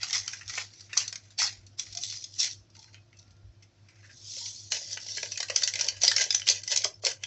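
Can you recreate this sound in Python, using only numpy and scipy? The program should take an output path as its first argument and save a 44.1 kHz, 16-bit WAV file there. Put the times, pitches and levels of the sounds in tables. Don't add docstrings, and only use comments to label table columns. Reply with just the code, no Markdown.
import sys
import numpy as np
from scipy import signal
from scipy.fft import rfft, irfft, next_fast_len
from scipy.io import wavfile
from scipy.ndimage import uniform_filter1d, map_coordinates

SR = 44100
rng = np.random.default_rng(int(sys.argv[2]) if len(sys.argv) > 2 else 0)


def file_out(sig):
    cols = np.atleast_2d(sig).T
    lim = np.clip(cols, -1, 1)
    pcm = np.round(lim * 32767).astype(np.int16)
    wavfile.write(sys.argv[1], SR, pcm)


def makeup_ratio(level_db):
    decades = np.asarray(level_db, float) / 20
    return 10 ** decades


N = 320166
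T_S = np.arange(N) / SR

# (time [s], peak [dB], panel pitch [Hz], panel share [dB])
TEARING_CREASES = [(0.031, -17, 2650, -7), (0.105, -28, 2500, -17), (0.128, -19, 3360, -31),
                   (0.2776, -18.5, 3100, -5), (0.3319, -26.5, 1600, -1), (0.41, -45, 1900, 12),
                   (0.495, -22.5, 1920, -8), (0.537, -30, 1840, -3), (0.552, -35, 2120, -19),
                   (0.576, -26.5, 1850, 6), (0.735, -41.5, 2330, -5), (0.8076, -33, 2330, -12),
                   (0.893, -54.5, 2160, 16), (0.9299, -27.5, 1820, 0.5), (0.9749, -5.5, 3500, -22.5),
                   (1.0785, -22.5, 3330, -17), (1.126, -23, 2460, -11), (1.1562, -26, 2510, -6),
                   (1.3047, -43.5, 1650, -10), (1.6648, -41.5, 3070, -28), (1.7844, -36, 2380, -11),
                   (1.7949, -18, 3360, -44), (1.951, -28, 3400, -34), (1.972, -23, 2500, -13),
                   (2.0351, -22, 3120, -23.5), (2.0996, -25, 2760, -23), (2.1237, -31, 2860, -5.5),
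                   (2.241, -28, 2880, -32), (2.4689, -24, 3230, -37), (1.927, -36, 1560, -23)]
# (time [s], peak [dB], panel pitch [Hz], panel share [dB])
HOLDING_CREASES = [(2.7515, -43.5, 2950, -3.5), (2.791, -39.5, 2650, -26), (2.8266, -42.5, 3350, -24),
                   (2.878, -62, 1550, 11), (2.929, -51, 2060, -7), (2.9414, -56, 3050, 15.5),
                   (3.128, -65, 2700, 10), (3.1695, -50, 2600, -19), (3.1873, -50, 2500, -25),
                   (3.3063, -50, 1730, -15), (3.6243, -48.5, 3400, -4), (3.8847, -52, 2500, 7.5),
                   (3.955, -55.5, 2000, 3), (4.028, -61, 1680, 15.5), (4.045, -61, 1870, 15.5),
                   (4.06, -70, 1590, 12), (4.092, -63, 1690, 21.5), (4.105, -65.5, 1620, 18.5),
                   (4.379, -36.5, 2720, -6), (4.42, -51, 2300, -2), (4.459, -25, 3300, -11),
                   (4.479, -32, 2140, -16), (2.7, -57, 3000, -36)]
# (time [s], peak [dB], panel pitch [Hz], panel share [dB])
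SHAKING_CREASES = [(4.7198, -14, 2930, -4.5), (4.7452, -27, 3140, -13), (4.9264, -29.5, 2020, -15),
                   (4.9707, -32.5, 2830, 5), (5.0652, -30.5, 3200, -13), (5.1733, -21, 1990, -12.5),
                   (5.2299, -17.5, 2520, -3.5), (5.3193, -20, 2630, -8.5), (5.3745, -21, 1900, -8.5),
                   (5.403, -18, 2040, -7.5), (5.4288, -18.5, 1990, -6), (5.484, -28, 2645, -1.5),
                   (5.4992, -23.5, 2800, 2.5), (5.5605, -7, 3250, -9), (5.5764, -41, 3430, -1),
                   (5.6217, -21.5, 1800, -5), (5.6331, -13, 1960, -38), (5.678, -19, 1720, -10),
                   (5.7375, -20.5, 3400, -6), (5.756, -20, 2500, -3.5), (5.794, -19, 2960, -7),
                   (5.8102, -15, 3600, -4), (5.844, -22, 3150, -16), (5.865, -24.5, 2510, -18),
                   (5.8857, -10, 2980, -8.5), (5.969, -39, 2530, 3)]
# (time [s], peak [dB], panel pitch [Hz], panel share [dB])
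SQUEEZING_CREASES = [(6.0167, -17.5, 2950, -29), (6.0375, -9.5, 2440, -28), (6.0446, -16.5, 1970, -5.5),
                     (6.054, -27, 2025, -29), (6.0696, -28, 3010, -1), (6.0786, -5, 3340, -13),
                     (6.1142, -12, 1750, -4.5), (6.1628, -11.5, 2170, -4.5), (6.216, -12.5, 3160, -10),
                     (6.24, -21, 2500, -9), (6.306, -15, 2550, -6), (6.325, -24, 2500, -7),
                     (6.3465, -19, 1580, -11), (6.3967, -23.5, 1920, -11), (6.468, -23.5, 3000, 2),
                     (6.477, -9.5, 3450, -9), (6.4873, -4, 3530, -8.5), (6.4975, -8, 3350, -42),
                     (6.634, -28, 3250, -10.5), (6.6767, -19.5, 3250, -9), (6.7157, -12, 1970, -11),
                     (6.761, -13.5, 3280, -13), (6.774, -10.5, 2840, -32), (6.837, -26.5, 2060, -2),
                     (6.842, -19.5, 2050, -18), (7.0495, -16, 3340, -18), (7.058, -17, 3300, -14),
                     (7.067, -13, 3430, 1), (7.104, -35, 2100, -18), (7.115, -29.5, 1560, -4.5),
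                     (7.2356, -25, 3530, -2)]
# (time [s], level [dB])
AIR_PUFFS = [(.16, -38), (0.5762, -32.5), (0.9747, -49), (4.7455, -43.5), (4.9706, -46.5), (5.0614, -43),
             (5.174, -35.5), (5.2311, -34), (5.4018, -36.5), (5.4974, -29.5), (5.561, -49), (5.795, -42),
             (5.87, -37), (6.035, -29.5), (6.0794, -44), (6.14, -49), (6.218, -35), (6.5, -45),
             (6.7146, -55), (6.85, -29), (7.036, -28), (7.0491, -51), (7.063, -30), (7.105, -41.5)]
# (time [s], peak [dB], panel share [dB])
FIBRE_TICKS = [(0.1305, -13, -20), (0.1803, -19, -15.5), (0.2321, -32, -24), (0.3938, -39, -10),
               (0.4319, -41, -1), (0.5534, -24, -25), (0.581, -23.5, 1.5), (0.8604, -50, -22.5),
               (1.1267, -29.5, -5), (1.158, -23, -28), (1.4185, -15.5, -6), (1.6663, -43.5, -32),
               (1.7983, -26, -27), (1.9258, -33.5, -29), (1.9501, -30, -16), (1.9869, -28, -12.5),
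               (2.0359, -17, -28), (2.0811, -30, -31), (2.0991, -33, -26), (2.1111, -26.5, -28),
               (2.1238, -27, -20), (2.1358, -30, -26), (2.1403, -29.5, -12), (2.1683, -37, -10),
               (2.2235, -33, -26), (2.2435, -35, -27), (2.3948, -21, -37), (2.4307, -16, -15.5),
               (2.5312, -34, -25), (2.6501, -56, -22), (2.702, -53, -22), (2.7668, -38.5, -11),
               (2.7929, -41, -23), (2.8286, -45, -17), (2.8432, -41, -12), (2.9344, -46, -11),
               (2.9439, -41.5, -14), (2.9675, -58, 2), (2.9809, -57, 5), (3.1292, -55, 2),
               (3.192, -44.5, -16.5), (3.1955, -41, -26), (3.2276, -47, -19), (3.2793, -52, -8),
               (3.3661, -55, -14), (3.6233, -49.5, -12.5), (3.8883, -50.5, -4), (3.9072, -52, -7),
               (3.9173, -59, -1), (4.0298, -59, -10), (4.0585, -61, -4), (4.0695, -61, 0),
               (4.3375, -25, -34), (4.3662, -28, -30), (4.4144, -39, -16),
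               (4.5117, -33, -28), (4.576, -50, -24), (4.7201, -11.5, -19), (4.7457, -22, -16.5),
                  (4.755, -27, -9), (4.773, -39, -12), (4.8339, -32.5, -23), (4.9296, -25.5, -18),
                  (4.9736, -28, 0), (5.001, -38, -18), (5.0587, -37, -11), (5.0859, -26, -18),
                  (5.0998, -30, -22), (5.17, -24.5, -4.5), (5.1813, -26, 2), (5.1998, -31, -27),
                  (5.2584, -26.5, -5.5), (5.3203, -36, -15), (5.3575, -31.5, -9.5), (5.3781, -23, -6),
                  (5.4043, -18.5, -6), (5.4989, -19.5, -6.5), (5.563, -18.5, -26), (5.637, -6, -25),
                  (5.6755, -11.5, -13.5), (5.6794, -24, -19.5), (5.6855, -24, -19), (5.6941, -32, -25),
                  (5.7907, -20.5, -6), (5.8015, -21.5, -20.5), (5.8103, -14, -17), (5.871, -27, -21),
                  (5.8814, -22, -21), (6.0435, -19.5, -13), (6.0504, -11.5, -17), (6.0676, -22, -8),
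                  (6.1665, -12, -22), (6.182, -17, -2.5), (6.2082, -16.5, -21), (6.2112, -10.5, -9),
                  (6.2396, -21, -23), (6.3067, -22, -19), (6.327, -22, -13.5), (6.3435, -24, -6.5),
                  (6.3472, -5.5, -22), (6.3569, -26, -30), (6.378, -26, -15), (6.4175, -27.5, 0.5),
                  (6.7062, -27, -8.5), (6.7277, -19, -13), (6.738, -24, -22), (6.7617, -8, -18),
                  (6.7772, -24.5, -20), (6.7843, -25, -18), (6.8198, -25, -28), (6.8445, -4.5, -14.5),
                  (7.0501, -12, -18), (7.1116, -25, -8), (7.226, -44, -16), (7.2365, -25.5, -4.5),
               (.0144, -37, -15), (.108, -22.5, -18), (.155, -16.5, -12), (0.263, -35, -12),
              (.4785, -23, -27), (0.97, -15.5, -10.5), (.98, -13, -17), (1.868, -36, -11.5),
              (2.026, -38, -14), (2.046, -25.5, -26), (5.5598, -22, -6.5), (5.576, -25, -15.5),
              (5.6205, -26, -3), (5.89, -18, -17), (6.0344, -13, -8.5), (6.082, -11, -15), (6.198, -24, -4),
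              (6.221, -11, -17), (6.351, -21, -18), (6.722, -17, -9), (6.766, -17.5, -19), (7.044, -26, -8),
              (7.089, -23.5, -12), (7.102, -27.5, -10)]
# (peak time [s], peak [dB], swell [s], fade [s], sheet share [dB])
FREE_STROKES = [(.019, -34.5, 0.022, 0.14, -1), (.1, -35, 0.09, 0.17, -6.5), (0.139, -25, 0.021, 0.13, -9),
                (.32, -41.5, 0.18, 0.23, -6), (0.489, -45.5, 0.021, 0.46, -8),
                (0.604, -32, 0.17, 0.092, -6), (.82, -52.5, 0.2, 0.18, -7), (.9, -67, 0.013, .2, 20.5),
                (1.002, -30.5, 0.075, 0.12, -6.5), (1.25, -58.5, 0.49, 0.27, -5.5),
                (1.391, -23, 0.015, 0.17, -8), (1.432, -25, 0.043, 0.12, -5),
                (1.79, -39, 0.016, 0.29, -14.5), (1.97, -53, 0.32, 0.21, -11),
                (2.05, -35.5, 0.099, 0.29, -34.5), (2.14, -39.5, 0.15, 0.28, -20.5),
                (2.37, -44.5, 0.088, 0.12, -30), (2.402, -20.5, 0.028, .15, -31.5),
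                (2.449, -28, 0.09, 0.096, -9.5), (2.77, -55.5, 0.055, 0.32, -9),
                (3.2, -67, 0.11, 0.37, -14), (4.05, -66.5, 0.51, 0.12, 3.5), (4.33, -38, 0.16, 1, -32),
                (4.46, -37.5, 0.46, 0.15, -25)]
# (peak time [s], peak [dB], swell [s], fade [s], sheet share [dB])
JAR_STROKES = [(4.729, -29.5, 0.035, 0.21, -12), (4.85, -40, 0.11, 0.28, -15.5),
               (4.93, -33, 0.061, 0.058, -15), (5.15, -37.5, 0.41, 0.76, -16), (5.4, -56, 0.62, 0.58, -13),
               (5.601, -36, 0.14, 0.39, -12), (5.8, -37.5, 0.17, 0.37, -4),
               (6.025, -29.5, 0.027, 0.44, -7.5), (6.217, -25, 0.081, 0.091, -6.5),
               (6.37, -41.5, 0.1, 0.25, -8.5), (6.507, -22, 0.058, 0.11, -10.5),
               (6.685, -44, 0.014, .12, -13), (6.726, -26.5, 0.053, 0.14, -9.5),
               (6.859, -38, 0.35, 0.11, -10), (7.059, -29, 0.049, 0.12, -9), (7.26, -53, 0.15, 0.17, 2.5)]
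# (start [s], end [s])
SLIDE_S = (4.14, 4.71)
# (frequency [Hz], density [dB per Hz])
PAPER_COLOUR = [(1290, -37.5), (2200, -19.5), (3130, -9), (3390, -4), (3830, -5.5), (4190, -0.5), (6030, 4),
                (7670, -11.5), (8250, -26.5), (8390, -70.5), (10900, -74), (18500, -120)]
# (centre [Hz], width [Hz], level [dB])
PANEL_MODES = [(1578, 320, 0), (1962, 192, 7), (2500, 650, 3.5), (980, 1130, -5.5)]
# (centre [Hz], width [Hz], level [dB])
JAR_CROSS_MODES = [(1614, 125, 1.5), (2003, 85, 9), (2510, 570, 1.5), (3060, 94, 8.5), (911, 51, -11.5)]
# (centre [Hz], width [Hz], level [dB])
POUCH_AIR_MODES = [(820, 217, 0)]
# (centre [Hz], width [Hz], level [dB])
JAR_AIR_MODES = [(596, 105, 11), (400, 160, -1), (880, 150, -6)]
# (time [s], pitch [Hz], level [dB], t60 [s])
SINGLE_NOTES = [(1.95, 701, -53, 0.26), (2.765, 886, -65, 0.64), (2.971, 2540, -60, 0.13),
                (3.14, 2640, -65, 0.4), (3.889, 2545, -68, 0.24), (3.2, 1390, -78, 4.1),
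                (4.17, 4950, -60, 0.44), (4.37, 517, -48.5, 0.029), (6.94, 5270, -51, 0.11),
                (4.56, 4300, -54, .4), (2.79, 5400, -62, .3), (2.83, 4200, -60, .3), (3.2, 5500, -64, .25),
                (4.412, 933, -56.5, 0.27), (5.625, 2003, -40.5, 0.24), (7.236, 2510, -29.5, 0.039),
                (7.238, 3310, -22.5, 0.031)]
# (frequency [Hz], t60 [s])
KITCHEN_T60 = [(500, 0.23), (3000, 0.13), (8000, 0.15)]
# (time [s], level [dB])
FOOTFALLS = [
    (.2, -57),
    (.48, -51),
    (1.619, -52.5),
    (1.92, -58.5),
    (2.6, -57.5),
    (3.32, -59),
    (3.47, -51.5),
    (5.979, -56),
    (6.4, -65),
]
# (frequency [Hz], density [dB per Hz])
ROOM_COLOUR = [(12, -56.5), (20, -22), (48, -24.5), (106, 0.5), (155, -13.5), (339, -16), (394, -23),
               (705, -20), (800, -26.5), (2560, -29.5), (2760, -30), (5740, -28), (7580, -40.5),
               (8390, -56), (10900, -87), (18500, -120)]
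# (frequency [Hz], width [Hz], level [dB])
FRIDGE_LINES = [(102.4, 2.6, -59), (97.7, 2.7, -63), (51.5, 14, -77.5), (346, 20, -76), (168, 5, -77),
                (1390, 25, -86.5)]
# (time [s], half length [s], depth [0-1])
TREBLE_DIPS = [
    (1.765, .008, .5),
    (4.697, .006, .6),
    (7.013, .011, .9),
    (7.2, .02, .5),
]

OVER_JAR_S = 4.5
BUCKLE_MS, BUCKLE_SCATTER, QUICKER_PER_DB = 4, .2, .025
PUSH_DB, PUSH_FOLLOWS = -41, 0.61
PUFF_MS, TICK_MS = 4.5, 1.9
SWELL_CURVE, FADE_CURVE = 1.47, 1.21
AIR_FREE_DB, AIR_JAR_DB, AIR_FOLLOWS = -16, -12, 1
ROOM_DB, TOP_HZ = -69.5, 8025


def snaps():
    t = np.arange(SR // 16) / SR
    crack, ring, sheet, push = np.zeros((4, N + len(t)))
    for s, db, hz, panel_db in TEARING_CREASES + HOLDING_CREASES + SHAKING_CREASES + SQUEEZING_CREASES:
        scatter = BUCKLE_SCATTER * rng.standard_normal()
        steps = buckle(t, BUCKLE_MS * np.exp(scatter - QUICKER_PER_DB * (db + 22.5)))
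        panel_ring = np.sin(2 * np.pi * hz * t) * makeup_ratio(-60 * t / .014)
        struck = signal.fftconvolve(steps, panel_ring)[:len(t)]
        first = round((s - .0004) * SR)
        at = slice(first, first + len(t))
        crack[at] += makeup_ratio(db - 7.0) * steps
        ring[at] += makeup_ratio(db + panel_db - 7.5) * struck / abs(struck).max()
        sheet[at] += makeup_ratio(db + panel_db - 12.5) * steps
        push[at] += makeup_ratio(db + PUSH_DB + PUSH_FOLLOWS * panel_db) * steps
    for s, db in AIR_PUFFS:
        push[round(s * SR):][:len(t)] += makeup_ratio(db - 3.5) * buckle(t, PUFF_MS)
    body = filtered(crack[:N], causal(PAPER_COLOUR)) + panels(sheet[:N])
    return patchy(body, depth_db=4.0, size=(3, 4)) + ring[:N] + hollow(push[:N])


def buckle(t, ms):
    u = t / (np.clip(ms, .5, 30) / 1000)
    envelope = (1 - np.exp(-u / .12)) * np.exp(-(u / 1.25) ** 1.3)
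    steps = grains(len(t), rate=7000, spread_db=1.8, smooth=0.7) * envelope
    return steps / np.sqrt(abs(uniform_filter1d(steps ** 2, size=40)).max())


def ticks():
    u = np.arange(SR // 120) / SR / (TICK_MS / 1000)
    crack, sheet = np.zeros((2, N + len(u)))
    for s, db, panel_db in FIBRE_TICKS:
        burst = unit(rng.standard_normal(len(u)) * np.exp(-u)) / unit(np.exp(-u))[0]
        at = slice(round(s * SR), round(s * SR) + len(u))
        crack[at] += makeup_ratio(db - 7.5) * burst
        sheet[at] += makeup_ratio(db + panel_db - 3.0) * burst
    paper = filtered(crack[:N], causal(PAPER_COLOUR))
    return patchy(paper + panels(sheet[:N]), depth_db=4.0, size=(4, 3))


def rips():
    bright, full, low = effort()
    sliding = (T_S > SLIDE_S[0]) & (T_S < SLIDE_S[1])
    clump_db = np.where(sliding, .6, 1.7)
    clumps = makeup_ratio(clump_db * (0.72 * wobble(45) + wobble(220)))
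    rip = clumps * grains(N, rate=6500, spread_db=1.7, smooth=.85)
    flap = unit(clumps * makeup_ratio(1.8 * wobble(30)) * grains(N, rate=4000, spread_db=1.5, smooth=.9))
    crisp = unit(filtered(rip, causal(PAPER_COLOUR)))
    taut = filtered(crisp, lambda hz: 1 / (1 + (2100 / (hz + 1)) ** 3))
    paper = makeup_ratio(-4.0) * bright * np.where(sliding, unit(taut), crisp)
    sheet = panels(makeup_ratio(-6.0) * full * flap)
    return patchy(paper + sheet, depth_db=3.5, size=(3, 10)) + hollow(makeup_ratio(0.1) * low * flap)


def effort():
    t, power = np.arange(0, N + 64, 32) / SR, 0
    for s, db, swell, fade, sheet_db in FREE_STROKES + JAR_STROKES:
        rise = (abs(s - t) / max(swell, .003)) ** SWELL_CURVE
        fall = (abs(t - s) / max(fade, .003)) ** FADE_CURVE
        shape_db = -30 * np.where(t < s, rise, fall)
        air_db = (AIR_JAR_DB if s > OVER_JAR_S else AIR_FREE_DB) + AIR_FOLLOWS * sheet_db
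        shares_db = np.array([[0], [sheet_db], [air_db]])
        power = power + makeup_ratio(db + shape_db + shares_db) ** 2
    return [np.interp(T_S, t, gain) for gain in np.sqrt(power)]


def panels(push):
    return by_place(push, PANEL_MODES, JAR_CROSS_MODES)


def hollow(push):
    return patchy(by_place(push, POUCH_AIR_MODES, JAR_AIR_MODES), depth_db=2.5)


def by_place(push, free_modes, jar_modes):
    over = T_S > OVER_JAR_S
    return filtered(push * ~over, modes(free_modes)) + filtered(push * over, modes(jar_modes))


def notes():
    out, t = np.zeros(N + SR), np.arange(SR // 4) / SR
    drift = 1.1 * np.pad(wobble(130), (0, SR))
    for s, hz, db, t60 in SINGLE_NOTES:
        at = slice(round(s * SR), round(s * SR) + len(t))
        envelope = makeup_ratio(db - 60 * t / t60) * (1 - np.exp(-t / 0.00099))
        out[at] += envelope * np.sin(2 * np.pi * hz * t + drift[at])
    return out[:N] * makeup_ratio(4 * wobble(160))


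def kitchen(x):
    out, hop = np.zeros(N + SR), SR // 4
    for start in range(0, N, hop):
        hz, t, z = signal.stft(rng.standard_normal(SR // 2), SR, nperseg=256)
        decay = makeup_ratio(-60 * t / along(KITCHEN_T60, hz)[:, None])
        tail = signal.istft(z * decay, SR, nperseg=256)[1]
        wet = signal.fftconvolve(x[start:start + hop], tail / np.linalg.norm(tail))
        out[start + 130:][:len(wet)] += wet
    return out[:N]


def bumps():
    swell = sum(makeup_ratio(db) * np.exp(-((T_S - s) / 0.042) ** 2) for s, db in FOOTFALLS)
    counter = modes([(54, 23, -2.6), (99.3, 12, -0.36)])
    return swell * filtered(rng.standard_normal(N), lambda hz: counter(hz) ** 2)


def background():
    tone = filtered(rng.standard_normal(N), lambda hz: makeup_ratio(along(ROOM_COLOUR, hz)))
    above = filtered(tone, lambda hz: 1. * (hz > 150))
    tone = makeup_ratio(ROOM_DB + 1.0) * makeup_ratio(.6 * wobble(3)) * tone / np.std(above)
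    hum = 0
    for hz, width, db in FRIDGE_LINES:
        level = makeup_ratio(db + 0.5 + 0.4 * wobble(width))
        hum = hum + level * np.sin(2 * np.pi * hz * T_S + 0.2 * wobble(width))
    return patchy(tone, depth_db=1.8) + hum


def grains(size, rate, spread_db, smooth):
    hit = rng.random(size) < rate / SR
    strength = np.minimum(rng.exponential(1, size), 4)
    breaks = hit * rng.standard_normal(size) * makeup_ratio(spread_db * strength)
    return unit(unit(breaks) + smooth * rng.standard_normal(size))


def patchy(x, depth_db, size=(2, 6)):
    z = signal.stft(x, nperseg=384)[2]
    field = uniform_filter1d(rng.standard_normal(z.shape), size[0], 0)
    field = uniform_filter1d(field, size[1], 1)
    return signal.istft(z * makeup_ratio(depth_db * unit(field)), nperseg=384)[1][:N]


def modes(table):
    def response(f):
        total = 0
        for k, (c, w, db) in enumerate(table):
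            total = total + (-1) ** k * makeup_ratio(db) * 1j * f * w / (c * c - f * f + 1j * f * w)
        return total
    return response


def causal(spectrum):
    def response(hz):
        cep = irfft(np.log(makeup_ratio(along(spectrum, hz)) + 1e-4))
        cep = cep * np.r_[1, 2 * np.ones(len(hz) - 1), np.zeros(len(cep) - len(hz))]
        return np.exp(rfft(cep))
    return response


def filtered(x, response):
    m = next_fast_len(N + SR // 2)
    gain = response(np.fft.rfftfreq(m, 1 / SR))
    return irfft(rfft(x, m) * gain / np.sqrt(np.mean(abs(gain) ** 2)), m)[:N]


def coloured(x, response):
    m = next_fast_len(N)
    return irfft(rfft(x, m) * response(np.fft.rfftfreq(m, 1 / SR)), m)[:N]


def wobble(rate):
    knots = rng.standard_normal(int(N * rate / SR) + 4)
    return map_coordinates(knots, [np.arange(N) * rate / SR])


def along(points, hz):
    f, v = np.transpose(points)
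    return np.interp(np.log(hz + 1), np.log(f + 1), v)


def unit(x):
    return x / np.sqrt(np.mean(x ** 2) + 1e-20)


def scene():
    cracks, rubbing = snaps() + notes() + ticks(), rips()
    sachet = cracks + rubbing + kitchen(makeup_ratio(-6.0) * cracks + makeup_ratio(-12.5) * rubbing)
    thin = coloured(sachet, lambda hz: 1 / (1 + (280 / (hz + 1)) ** 4))
    return (thin + bumps() + background())[None]


def dip_treble(x):
    closed = sum(depth * np.exp(-((T_S - s) / half) ** 4) for s, half, depth in TREBLE_DIPS)
    treble = coloured(x, lambda hz: 1 / (1 + (1200 / (hz + 1)) ** 6))
    return x - closed * treble


def band_edge(hz):
    above_hz = hz - TOP_HZ
    return makeup_ratio(-45 * np.clip(above_hz / 250, 0, 1) - 60 * np.clip(above_hz / 4000, 0, 1))


def top_cut(x):
    return signal.sosfilt(signal.butter(12, 8540, fs=SR, output="sos"), x)


def record(dry):
    soft = dry[0] / (1 + abs(dry[0] / .5) ** 4) ** (1 / 4)
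    kept = coloured(dip_treble(soft), band_edge)
    return top_cut(kept[None])


dry = scene()
out = record(dry)
file_out(out)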